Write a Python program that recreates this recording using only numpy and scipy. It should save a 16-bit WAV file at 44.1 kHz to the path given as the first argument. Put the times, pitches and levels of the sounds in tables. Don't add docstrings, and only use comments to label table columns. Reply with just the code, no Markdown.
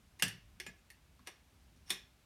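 import sys
import numpy as np
from scipy import signal
from scipy.fft import rfft, irfft, next_fast_len
from scipy.io import wavfile
from scipy.ndimage import map_coordinates

SR = 44100
rng = np.random.default_rng(int(sys.argv[2]) if len(sys.argv) > 2 else 0)


def gain_from_db(level_db):
    decades = np.asarray(level_db, float) / 20
    return 10 ** decades


def log_audio(samples):
    frames = np.atleast_2d(samples).T
    limited = np.clip(frames, -1, 1)
    pcm = np.round(limited * 32767).astype(np.int16)
    wavfile.write(sys.argv[1], SR, pcm)


N = 99225
RISE_S = 0.0004


def unit(x):
    return x / np.sqrt(np.mean(x ** 2) + 1e-20)


def along(points, hz):
    f, value = np.transpose(points)
    return np.interp(np.log(hz + 1), np.log(f + 1), value)


def filtered(x, response):
    size = next_fast_len(len(x) + 8192)
    spectrum = rfft(x, size) * response(np.fft.rfftfreq(size, 1 / SR))
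    return irfft(spectrum, size)[:len(x)]


def wobble(rate):
    knots = rng.standard_normal(int(N * rate / SR) + 4)
    return map_coordinates(knots, [np.arange(N) * rate / SR])


def add(track, s, sound):
    part = track[round(s * SR):][:len(sound)]
    part += sound[:len(part)]


# [f/Hz, relative level/dB]
HISS_COLOUR = [(150, -16.5), (250, -3.5), (288, -6.5), (522, -12), (580, -10), (1690, -13), (1780, -15),
               (2320, -13), (13400, -24), (16500, -32.5)]
# [f/Hz, relative level/dB]
RUMBLE_COLOUR = [(15, -78), (25, -30.5), (36, -9), (59, -1.5), (107, -7), (124, -10), (197, -12),
                 (350, -26), (460, -56), (770, -120)]
# [t/s, level change/dB]
RUMBLE_DRIFT_POINTS = [(0, 0.5), (.4, 1), (.75, 0.5), (1.0, -3), (1.5, -1.5), (2.25, -1)]


def background():
    def coloured_noise(colour):
        return unit(filtered(rng.standard_normal(N), lambda hz: gain_from_db(along(colour, hz))))

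    drift_db = np.interp(np.arange(N) / SR, *np.transpose(RUMBLE_DRIFT_POINTS))
    hiss = gain_from_db(-72 + 0.19 * wobble(3)) * coloured_noise(HISS_COLOUR)
    rumble = gain_from_db(-67 + drift_db + 2.0 * wobble(4.7)) * coloured_noise(RUMBLE_COLOUR)
    return hiss + rumble


# [f/Hz, decay time/s]
RING_DOWN_DECAY = [(200, 0.34), (1000, 0.32), (2500, 0.33), (5500, 0.29), (9000, 0.18), (15000, 0.24)]


def ring_down(x):
    tail_db, gap_s = 0, 0.002
    quick_db, quick_t60_s = 5, 0.037
    hz, t, noise = signal.stft(rng.standard_normal(len(x)), SR, nperseg=256)
    slow = gain_from_db(-60 * t / along(RING_DOWN_DECAY, hz)[:, None])
    quick = gain_from_db(quick_db - 60 * t / quick_t60_s)
    tail = signal.istft(noise * (slow + quick), SR, nperseg=256)[1]
    gap = np.zeros(round(gap_s * SR))
    delayed_tail = np.r_[gap, tail / np.linalg.norm(tail)]
    return x + gain_from_db(tail_db) * signal.fftconvolve(x, delayed_tail)[:len(x)]


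# [f/Hz, width/Hz, base level/dB]
CASTING_MODES = [(381.4, 69, -1), (680, 66, -7), (768, 130, -6.5), (1153, 240, -7), (1702, 184, -3),
                 (1937, 180, -3.5), (2150, 165, -4.5), (2493, 160, -5), (2830, 240, -5.5),
                 (3550, 395, -7.5), (4470, 400, -7), (5290, 280, -6.5), (5500, 230, -5.5), (5930, 350, -8),
                 (6900, 740, -14.5), (8250, 670, -12), (9400, 740, -8), (10170, 600, -12),
                 (11050, 520, -13.5), (13200, 1200, -19), (14900, 1500, -30)]


def casting(favoured_hz, treble_db, bass_db):
    favour_db, favour_octaves = 8.5, 0.13
    treble_hz, bass_hz, scatter_db = 6500, 1300, 1.74
    hz, width, mode_db = np.transpose(CASTING_MODES)[:, :, None]
    lift_db = favour_db * np.exp(-(np.log2(hz / favoured_hz) / favour_octaves) ** 2)
    tilt_db = treble_db * (hz > treble_hz) + bass_db * (hz < bass_hz)
    chance_db = scatter_db * rng.standard_normal(hz.shape)
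    gain = gain_from_db(mode_db + lift_db + tilt_db + chance_db)
    gain = gain * (-1) ** np.arange(len(hz))[:, None]
    return lambda f: (gain * 1j * f * width / (hz * hz - f * f + 1j * f * width)).sum(0)


# [start t/s, length t/s, level/dB, favoured f/Hz, treble level/dB]
SCRAPE_STROKES = [(0.189, 0.033, -58.5, 1900, -1.5), (1.257, .013, -65, 2020, -8),
                  (1.754, 0.027, -73.5, 6000, 1), (1.858, .05, -64.5, 5500, -3),
                  (1.894, 0.0088, -42.5, 2500, 2)]


def scrapes():
    grain_db, bass_db = 7, -4
    out, t = np.zeros(N), np.arange(SR // 2) / SR
    for s, length, db, favoured_hz, treble_db in SCRAPE_STROKES:
        grains = gain_from_db(grain_db * wobble(400)[:len(t)]) * rng.standard_normal(len(t))
        rub = unit(filtered(grains, casting(favoured_hz, treble_db, bass_db)))
        stroke = np.sqrt(np.sin(np.pi * np.clip(t / length, 0, 1)).clip(0))
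        add(out, s, gain_from_db(db) * ring_down(rub * stroke))
    return out


# [t/s, relative level/dB, favoured f/Hz, treble level/dB, bass level/dB]
PICK_CONTACTS = [(0.1942, -59, 7000, -18, -3), (0.2227, -19.5, 1780, -1, -3),
                 (0.2233, -15.5, 2830, 4.5, -4.5), (0.2306, -23.5, 2680, -2.5, -8),
                 (0.2391, -30.5, 1820, -1, -8), (.2490, -41, 2500, -2, -12), (.2800, -34, 1800, 3, -9),
                 (0.282, -36, 5300, 6, -10), (0.5995, -32.5, 2150, -4, -8),
                 (0.6001, -35.5, 6050, 1.5, -7.5), (0.6051, -47, 2150, -17, -13.5),
                 (0.6136, -45, 2800, -14, 0.5), (0.6643, -36, 2200, -2.5, 3), (.6720, -46, 2490, -12, -5),
                 (.6830, -52.5, 2440, -10, -3), (.9020, -43, 1950, 3, -19), (0.9073, -51, 2200, -1, 0),
                 (1.1930, -53.5, 1110, -10, 5), (1.266, -52, 2000, -13, -2), (1.2716, -34.5, 2214, -1, -5),
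                 (1.274, -37.5, 2500, 3.5, 6.5), (1.2779, -42.5, 2460, -23, 3),
                 (1.285, -51.5, 2100, -15, 10), (1.7614, -63, 2514, -2.5, 6), (1.8795, -55, 2300, -7, 3),
                 (1.9034, -22, 3550, 2.5, -3.5), (1.9043, -23.5, 5400, 7, -3),
                 (1.907, -25.5, 3550, -9, -15), (1.919, -36.5, 5440, 3, -3), (1.929, -38.5, 2220, -4, -1)]


def pick():
    snap_db, snap_t60_s = -17, 0.0053
    drag_db, drag_t60_s = -35, 0.053
    out, t = np.zeros(N), np.arange(SR // 2) / SR
    rise = 1 - np.exp(-(t / RISE_S) ** 2)
    grit = rise * (gain_from_db(snap_db - 60 * t / snap_t60_s) + gain_from_db(drag_db - 60 * t / drag_t60_s))
    blow = np.arange(len(t)) == round(RISE_S * SR)
    for s, db, *spot in PICK_CONTACTS:
        contact = blow + grit * rng.standard_normal(len(t))
        click = filtered(contact, casting(*spot))
        click = click / np.linalg.norm(click) * 4
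        add(out, s, gain_from_db(db) * ring_down(click))
    return out


def ringing(modes, t, waver, knots_per_s):
    rows = []
    for hz, db, t60 in modes:
        fade = gain_from_db(db - 60 * t / t60)
        phase = 2 * np.pi * (hz * t + rng.random()) + waver * wobble(knots_per_s)[:len(t)]
        rows.append(fade * np.sin(phase))
    return np.array(rows)


# [t/s, relative level/dB]
PIECE_KNOCKS = [(.2235, -43), (0.5985, -55), (0.6648, -40), (.6750, -55.5), (.6830, -46.5), (0.7834, -65),
                (1.9040, -55)]
# [f/Hz, relative level/dB, time to fall by 60 dB/s]
PIECE_MODES = [(1700, -4, 0.21), (2097, 1, 0.073), (2467, 3, 0.073), (3540, -9, 0.063), (7100, -4.5, .07),
               (8340, -9, .06)]


def loose_piece():
    out, t = np.zeros(N), np.arange(SR // 2) / SR
    for s, db in PIECE_KNOCKS:
        ring = ringing(PIECE_MODES, t, 1.06, 90.44).sum(0)
        add(out, s, gain_from_db(db - 6.5) * ring * (1 - np.exp(-t / RISE_S)))
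    return out


# [t/s, relative level/dB, favoured f/Hz]
BENCH_PUSHES = [(.226, -38, 184), (.250, -42, 120), (0.256, -44.5, 260), (.33, -48, 150),
                (0.374, -44.5, 61), (.672, -50.5, 209), (0.682, -46, 60), (1.195, -60, 260),
                (1.77, -63, 274), (1.905, -50, 204), (1.99, -50, 61)]
# [f/Hz, relative level/dB, time to fall by 60 dB/s]
BENCH_MODES = [(57, -5.5, 0.21), (111.8, 1.5, 0.305), (150, -1.5, 0.18), (186.4, 2.5, 0.16),
               (248.5, 1, .12)]


def bench():
    rise_cycles, reach_octaves = 1.39, 0.56
    out, t = np.zeros(N), np.arange(SR // 2) / SR
    hz = np.transpose(BENCH_MODES)[0][:, None]
    for s, db, favoured_hz in BENCH_PUSHES:
        reach = np.exp(-(np.log2(hz / favoured_hz) / reach_octaves) ** 2)
        rise = 1 - np.exp(-(t * hz / rise_cycles) ** 2)
        swing = ringing(BENCH_MODES, t, 0.8, 25) * reach * rise
        add(out, s, gain_from_db(db) * swing.sum(0))
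    return out


def scene():
    mix = pick() + scrapes() + loose_piece() + bench() + background()
    return mix[None]


def roll_off(x):
    return signal.sosfilt(signal.butter(12, 16830, fs=SR, output="sos"), x)


def record(dry):
    return roll_off(dry)


dry = scene()
out = record(dry)
log_audio(out)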